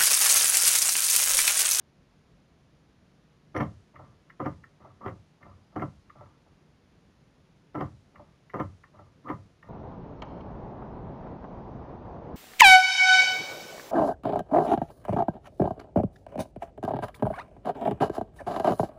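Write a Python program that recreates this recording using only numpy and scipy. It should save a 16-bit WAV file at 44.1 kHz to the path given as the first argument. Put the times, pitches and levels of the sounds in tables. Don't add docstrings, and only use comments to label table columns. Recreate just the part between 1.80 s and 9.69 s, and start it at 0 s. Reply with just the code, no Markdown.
import sys
import numpy as np
from scipy import signal
from scipy.fft import rfft, irfft, next_fast_len
from scipy.io import wavfile
from scipy.ndimage import map_coordinates

SR = 44100
rng = np.random.default_rng(int(sys.argv[2]) if len(sys.argv) > 2 else 0)


def dump_mix(stems):
    frames = np.atleast_2d(stems).T
    limited = np.clip(frames, -1, 1)
    pcm = np.round(limited * 32767).astype(np.int16)
    wavfile.write(sys.argv[1], SR, pcm)


def ratio_of_db(decibels):
    return 10 ** (np.asarray(decibels, float) / 20)


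N = 347949

# start in seconds, travel to the stop
# in seconds, jerk level in dB, slam level in dB, grinding level in dB.
LOCKING = [
    (1.749, 0.052, -29.5, -21.5, -29),
    (2.601, .058, -26.5, -23.5, -35.5),
    (3.961, .059, -24.5, -23, -36.5),
    (5.95, .058, -25.5, -22, -34),
    (6.74, .059, -24.5, -21.5, -35.5),
]
UNLOCKING = [
    (3.208, .053, -51, -26.5, -37),
    (7.445, .054, -57, -24, -36.5),
]
RETURNING = [
    (2.141, .055, -57, -43.5, -49.5),
    (3.0, 0.049, -56, -44, -51),
    (3.61, 0.052, -56.5, -46.5, -51),
    (3.925, .008, -59, -66, -65),
    (4.355, 0.054, -52.5, -45, -51.5),
    (4.66, 0.017, -61, -64, -69),
    (6.344, .053, -57, -47, -54.5),
    (7.14, 0.051, -54.5, -46.5, -53.5),
    (7.839, 0.047, -54, -42.5, -51),
]
# time in seconds, peak level in dB, then the panel, casing
# and spring levels in dB against that peak.
STRAGGLERS = [
    (1.764, -28.5, -32, -7, -30.5),
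    (1.806, -35.5, -8, -2, -28),
    (1.815, -27.5, -10, -18, -40),
    (1.833, -40, 3, -7, -38),
    (3.279, -31.5, -10.5, -13, -47),
    (7.486, -36.5, -31, -9, -55),
]
# delay in seconds, level in dB.
DOOR_REBOUNDS = [
    (-.005, -5.5),
    (0, 6),
    (.0028, -1.5),
    (.0057, -0.5),
    (.013, -2),
    (0.02, -12.5),
]

# pitch in Hz, level in dB, time to fade by 60 dB in seconds.
BODY = [(63.7, -4.5, 0.15), (75.8, -10, 0.2), (91.5, -2, 0.22), (106.4, -7.5, 0.18)]
PANEL = [(115.9, -5.5, 0.2), (135.8, 9, 0.079), (160.2, 1, 0.086), (179, -4.5, 0.11), (196.7, 0.5, 0.12)]
TRIM = [(218, -4, 0.11), (259.6, -7.5, 0.05), (293.8, 4, 0.057), (373, -13.5, 0.039), (387.4, -1, 0.023),
        (470, -11.5, 0.047), (527, -1, 0.078), (584, 1, 0.035), (673, 0, 0.035), (408, 11.5, 0.013)]
LATCH = [(728, -4.5, 0.038), (847, -11.5, 0.065), (859, -7, 0.047), (970, -4, 0.0066), (1001, -0.5, 0.052),
         (1100, -8.5, 0.037), (1180, -1, 0.043), (1221, -0.5, 0.03), (1350, -1, 0.05), (1490, -7, 0.024),
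         (1540, -12.5, 0.046), (1034, 8.5, 0.0052)]
CASING = [(1852, 14, 0.01), (2017, 2.5, 0.09), (2096, 7, 0.013), (2600, -12.5, 0.0043), (2737, -9.5, 0.041),
          (2954, -11.5, 0.038), (3150, -5, 0.015), (3700, -14, 0.0073)]
SPRING = [(3460, -1.5, 0.0033), (4310, 5, 0.008), (4900, 7.5, 0.0045), (5530, -1, 0.036), (5900, 2, 0.012),
          (6400, -4, 0.0075), (6940, -9, .005)]
FAR_DOOR = [(341, -10, 0.043), (450, -10.5, 0.036), (574, -3.5, 0.12), (641, -3, 0.11), (734, -1, 0.017),
            (880, 2, 0.015), (2000, -13, 0.036)]

# panel, trim, casing, spring and body levels in dB.
JERK = (-6.5, -6, -23, -51.5, -22)
LOCK_SLAM = (-4.5, -7, -20.5, -50, -4.5)
UNLOCK_SLAM = (-4, -8, -21.5, -49, -6.5)
STRAGGLER_TRIM_DB = -8
RETURN_JERK, RETURN_SLAM = (1.5, -2.2), (-6.5, -5)

# start in dB against the level at the stop, settling in dB per second, panel level in dB,
# panel gain in dB per second while settling, trim level in dB.
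LOCK_GRIND = (-2, 240, 5, 132.5, 5.5)
UNLOCK_GRIND = (-14, 225, 2.5, 161, 6.5)
RETURN_GRIND = (-4, 94, 8.5, 41, -0.5)
# start and end pitch in Hz, start and end level in dB against the grinding.
LOCK_WHINE = (1650, 2258, -33.5, -17.5)
UNLOCK_WHINE = (1030, 1264, -13, -3)
RETURN_WHINE = (1178.5, 1125, -8.5, -17.5)
KINDS = [(LOCKING, LOCK_GRIND, LOCK_WHINE),
         (UNLOCKING, UNLOCK_GRIND, UNLOCK_WHINE),
         (RETURNING, RETURN_GRIND, RETURN_WHINE)]
# delay in seconds, overrun past the stop in seconds.
MOTOR_RUNS = [
    (.012, 0),
    (.001, 0),
    (.003, .09),
]

# time in seconds, peak level in dB.
RELAY_SHUT = [
    (2.4981, -42),
    (6.6964, -43.5),
]
RELAY_OPEN = [
    (2.1571, -41.5),
    (2.8368, -43.5),
    (3.6275, -44.5),
    (4.2971, -42),
    (6.3569, -42.5),
    (7.0359, -46),
    (7.8264, -44),
]
# delay in seconds, level in dB.
RELAY_CHATTER = [
    (0, 0.5),
    (.0035, 6),
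    (.008, -23),
    (0.022, -25),
]
# pitch in Hz, level in dB, time to fade by 60 dB in seconds.
COIL_SHUT = [(1080, -5.5, 0.022), (1373, -6.5, 0.031), (1766, 0.5, 0.028), (2000, -0.5, 0.028),
             (2250, -11, .03), (2880, -12.5, 0.025)]
COIL_OPEN = [(1100, -4, 0.03), (1232, -5, 0.024), (1340, -1.5, 0.022), (1828, -3.5, 0.045),
             (2110, -2.5, 0.013), (2815, -16, 0.025)]

# time in seconds, pitch in Hz, level in dB.
BIRD = [(3.62, 4900, -77), (3.70, 4900, -72), (3.755, 4900, -74), (3.84, 4900, -74), (3.885, 4900, -74),
        (3.93, 4900, -73)]
# pitch in Hz, level in dB per Hz.
HUM = [(12, -36), (20, -10.5), (48, -3), (110, -6.5), (145, 0), (175, -3.5), (220, -7.5), (330, -12),
       (510, -15.5), (830, -20.5), (3000, -28), (5000, -30.5), (7000, -32.5), (8200, -48)]


def unit(x):
    return x / np.sqrt(np.mean(x ** 2) + 1e-20)


def wobble(rate):
    knots = rng.standard_normal(int(N * rate / SR) + 4)
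    return map_coordinates(knots, [np.arange(N) * rate / SR])


def ring(modes, times, db, scatter_db, contact, swell, both_ways=False):
    at = np.clip(np.round(times * SR).astype(int), 0, N - 1)
    chance = rng.standard_normal((len(at), len(modes)))
    db = np.where(times * SR < N - 2, db, -150)
    first = at[db > -140].min()
    push = signal.windows.hann(max(3, int(contact * SR)))
    sign = np.sign(rng.standard_normal(chance.shape)) if both_ways else np.ones(chance.shape)
    out = np.zeros(N)
    for k, (hz, level_db, t60) in enumerate(modes):
        strength = ratio_of_db(db + level_db + scatter_db * chance[:, k])
        knocks = np.bincount(at, sign[:, k] * strength, N)
        t60 = min(t60, .026 + 24 / hz)
        fade = 1000 ** (-1 / (t60 * SR))
        turn = 2 * np.pi * hz / SR
        lag = np.exp(-hz / (swell * SR))
        gain = abs((1 - lag) * (1 - lag * np.exp(-2j * turn)))
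        ringing = [0, np.sin(turn), 0, 1, -2 * fade * np.cos(turn), fade ** 2]
        swelling = [gain, 0, 0, 1, -2 * lag * np.cos(turn), lag ** 2]
        out[first:] -= (-1) ** k * signal.sosfilt([ringing, swelling], knocks[first:])
    return np.convolve(out, push / push.sum())[:N]


def rebounds(s, pattern, jitter):
    lag, rebound_db = np.transpose(pattern)
    times = s[:, None] + lag + jitter * rng.standard_normal((len(s), len(lag)))

    def each(db):
        return np.repeat(db, len(lag)) + np.tile(rebound_db, len(s))

    return times.ravel(), each


def contacts(strokes, jerk, slam):
    rows = []
    for s, travel, jerk_db, slam_db, _ in strokes:
        rows.append((s, jerk_db, *jerk))
        rows.append((s + travel, slam_db, *slam))
    return rows


def blows():
    late = [(s, db, panel_db, STRAGGLER_TRIM_DB, casing_db, spring_db, panel_db)
            for s, db, panel_db, casing_db, spring_db in STRAGGLERS]
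    return contacts(LOCKING, JERK, LOCK_SLAM) + contacts(UNLOCKING, JERK, UNLOCK_SLAM) + late


def latches():
    s, db, panel_db, trim_db, casing_db, spring_db, body_db = np.transpose(blows())
    times, each = rebounds(s, DOOR_REBOUNDS, jitter=.0003)
    return (ring(BODY, times, each(db + body_db - 12.5), scatter_db=1.5, contact=.006, swell=3.5)
            + ring(PANEL, times, each(db + panel_db - 9), scatter_db=2.5, contact=.0026, swell=.91)
            + ring(TRIM, times, each(db + trim_db - 11), scatter_db=5, contact=.00096, swell=.38)
            + ring(LATCH, times, each(db - 11.5), scatter_db=3, contact=.00059, swell=.19)
            + ring(CASING, times, each(db + casing_db - 10), scatter_db=4.5, contact=.00019, swell=1)
            + ring(SPRING, times, each(db + spring_db), scatter_db=6, contact=.00007, swell=3.5,
                   both_ways=True))


def far_latch():
    s, db, panel_db, latch_db = np.transpose(contacts(RETURNING, RETURN_JERK, RETURN_SLAM))
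    times, each = rebounds(s, DOOR_REBOUNDS, jitter=.00035)
    return (ring(BODY, times, each(db + panel_db - 3.5), scatter_db=2, contact=.0043, swell=2.8)
            + ring(PANEL, times, each(db + panel_db - 8.5), scatter_db=2.5, contact=.001, swell=1.9)
            + ring(FAR_DOOR, times, each(db - 6.5), scatter_db=2.5, contact=.00058, swell=.6)
            + ring(LATCH[4:], times, each(db + latch_db - 9), scatter_db=4.5, contact=.00078, swell=.39))


def grinding():
    rise_s, settle_s = .008, .16
    body_waits_db = -21
    strokes = []
    for rows, (start_db, settle_db, panel_db, gain_db, trim_db), _ in KINDS:
        for s, travel, _, _, db in rows:
            stop = s + travel
            settled_db = db - settle_db * settle_s
            late_panel_db = panel_db + gain_db * settle_s
            strokes.append([(s - rise_s, db - 22.5, panel_db, trim_db, body_waits_db),
                            (s, db + start_db, panel_db, trim_db, body_waits_db),
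                            (stop, db, panel_db, trim_db, 0),
                            (stop + settle_s, settled_db, late_panel_db, trim_db, 0)])
    return sorted(strokes)


def gears():
    # ringing part, level in dB, contact in seconds
    parts = [(LATCH, -28, .0006), (PANEL, -39, .003), (TRIM, -33, .0012),
             (CASING, -43, .0002), (SPRING, -66, .00007), (BODY, -37, .004)]
    draws = rng.random((round(N / SR * 1500), 2))
    times = (np.arange(len(draws)) + draws[:, 0]) / len(draws) * N / SR
    level = np.full((len(parts), len(times)), -150.)
    for rows in grinding():
        s, db, panel_db, trim_db, body_db = np.transpose(rows)
        during = (times > s[0]) & (times < s[-1])
        curves = (db, db + panel_db, db + trim_db, db, db, db + panel_db + body_db)
        level[:, during] = [np.interp(times[during], s, curve) for curve in curves]
    size_db = -3 * np.log(draws[:, 1] + .03) - 3
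    out = np.zeros(N)
    for (modes, part_db, contact), db in zip(parts, level):
        out += ring(modes, times, db + part_db + size_db, scatter_db=8.5, contact=contact, swell=.41,
                    both_ways=True)
    return out


def whines():
    rows = []
    for (strokes, _, (hz0, hz1, db0, db1)), (delay, overrun) in zip(KINDS, MOTOR_RUNS):
        for s, travel, _, _, db in strokes:
            end = min(s + travel + overrun, N / SR)
            rows.append((s + delay, end, hz0, hz1, db + db0, db + db1))
    return rows


def motors():
    out = np.zeros(N)
    rough = ratio_of_db(3 * wobble(400)) * np.exp(1j * 1.2 * wobble(300))
    for start, end, hz0, hz1, db0, db1 in whines():
        span = np.arange(round(start * SR), int(end * SR) - 1)
        u = np.linspace(0, 1, len(span))
        cycles = np.cumsum(hz0 + (hz1 - hz0) * u) / SR
        edges = np.minimum(1, 8 * np.minimum(u, 1 - u))
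        tone = np.real(rough[span] * np.exp(2j * np.pi * cycles))
        out[span] += ratio_of_db(db0 + (db1 - db0) * u) * edges * tone
    return out


def relay():
    out = np.zeros(N)
    for events, coil in ((RELAY_SHUT, COIL_SHUT), (RELAY_OPEN, COIL_OPEN)):
        s, db = np.transpose(events)
        times, each = rebounds(s, RELAY_CHATTER, jitter=.0002)
        out += ring(coil, times, each(db - 9), scatter_db=4, contact=.00011, swell=.78)
    return out


def cabin(x):
    t = np.arange(SR // 5) / SR
    dull = signal.lfilter([1], [1, -.6], rng.standard_normal(len(t)))
    tail = dull * ratio_of_db(-60 * t / .13) * (t > .002)
    return x + ratio_of_db(-10.5) * signal.fftconvolve(x, tail / np.linalg.norm(tail))[:N]


def bird():
    out = np.zeros(N)
    half = SR // 20
    t = np.arange(-half, half) / SR
    for s, hz, db in BIRD:
        cheep = np.exp(-(t / .01) ** 2) * np.sin(2 * np.pi * hz * t)
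        out[round(s * SR) - half:][:len(t)] += ratio_of_db(db - 1) * cheep
    return out


def hum():
    m = next_fast_len(N + 8192)
    hz = np.fft.rfftfreq(m, 1 / SR)
    f, db = np.transpose(HUM)
    colour = ratio_of_db(np.interp(np.log(hz + 1), np.log(f + 1), db))
    noise = rfft(rng.standard_normal(m)) * colour
    low = 1 / (1 + (hz / 450) ** 2)
    rumble = irfft(noise * low, m)[:N]
    hiss = irfft(noise * (1 - low), m)[:N]
    rumble = rumble * ratio_of_db(.33 * wobble(2.98) + 1.2 * wobble(19))
    hiss = hiss * ratio_of_db(.27 * wobble(5.2))
    return ratio_of_db(-61) * unit(rumble + hiss)


def scene():
    inside = latches() + far_latch() + gears() + motors() + relay()
    return (cabin(inside) + bird() + hum())[None]


def band_limit(x):
    return signal.sosfilt(signal.butter(12, 15650, fs=SR, output="sos"), x)


def record(dry):
    camera_rate = 16000
    load = signal.lfilter([1 / 3000], [1, 1 / 3000 - 1], np.abs(dry[0])) ** .45
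    hiss = signal.lfilter([1, 0, 0, -1], [1], rng.standard_normal(N)) / 2
    noisy = dry[0] + ratio_of_db(-47.5) * load * hiss
    bass_cut = signal.butter(2, 45, "high", fs=SR, output="sos")
    noisy = signal.sosfilt(bass_cut, noisy)
    slow = signal.resample_poly(noisy, 160, 441, padtype="line")
    joined = np.interp(np.arange(N) / SR, np.arange(len(slow)) / camera_rate, slow)
    return band_limit(joined[None])


dry = scene()
out = record(dry)
dump_mix(out)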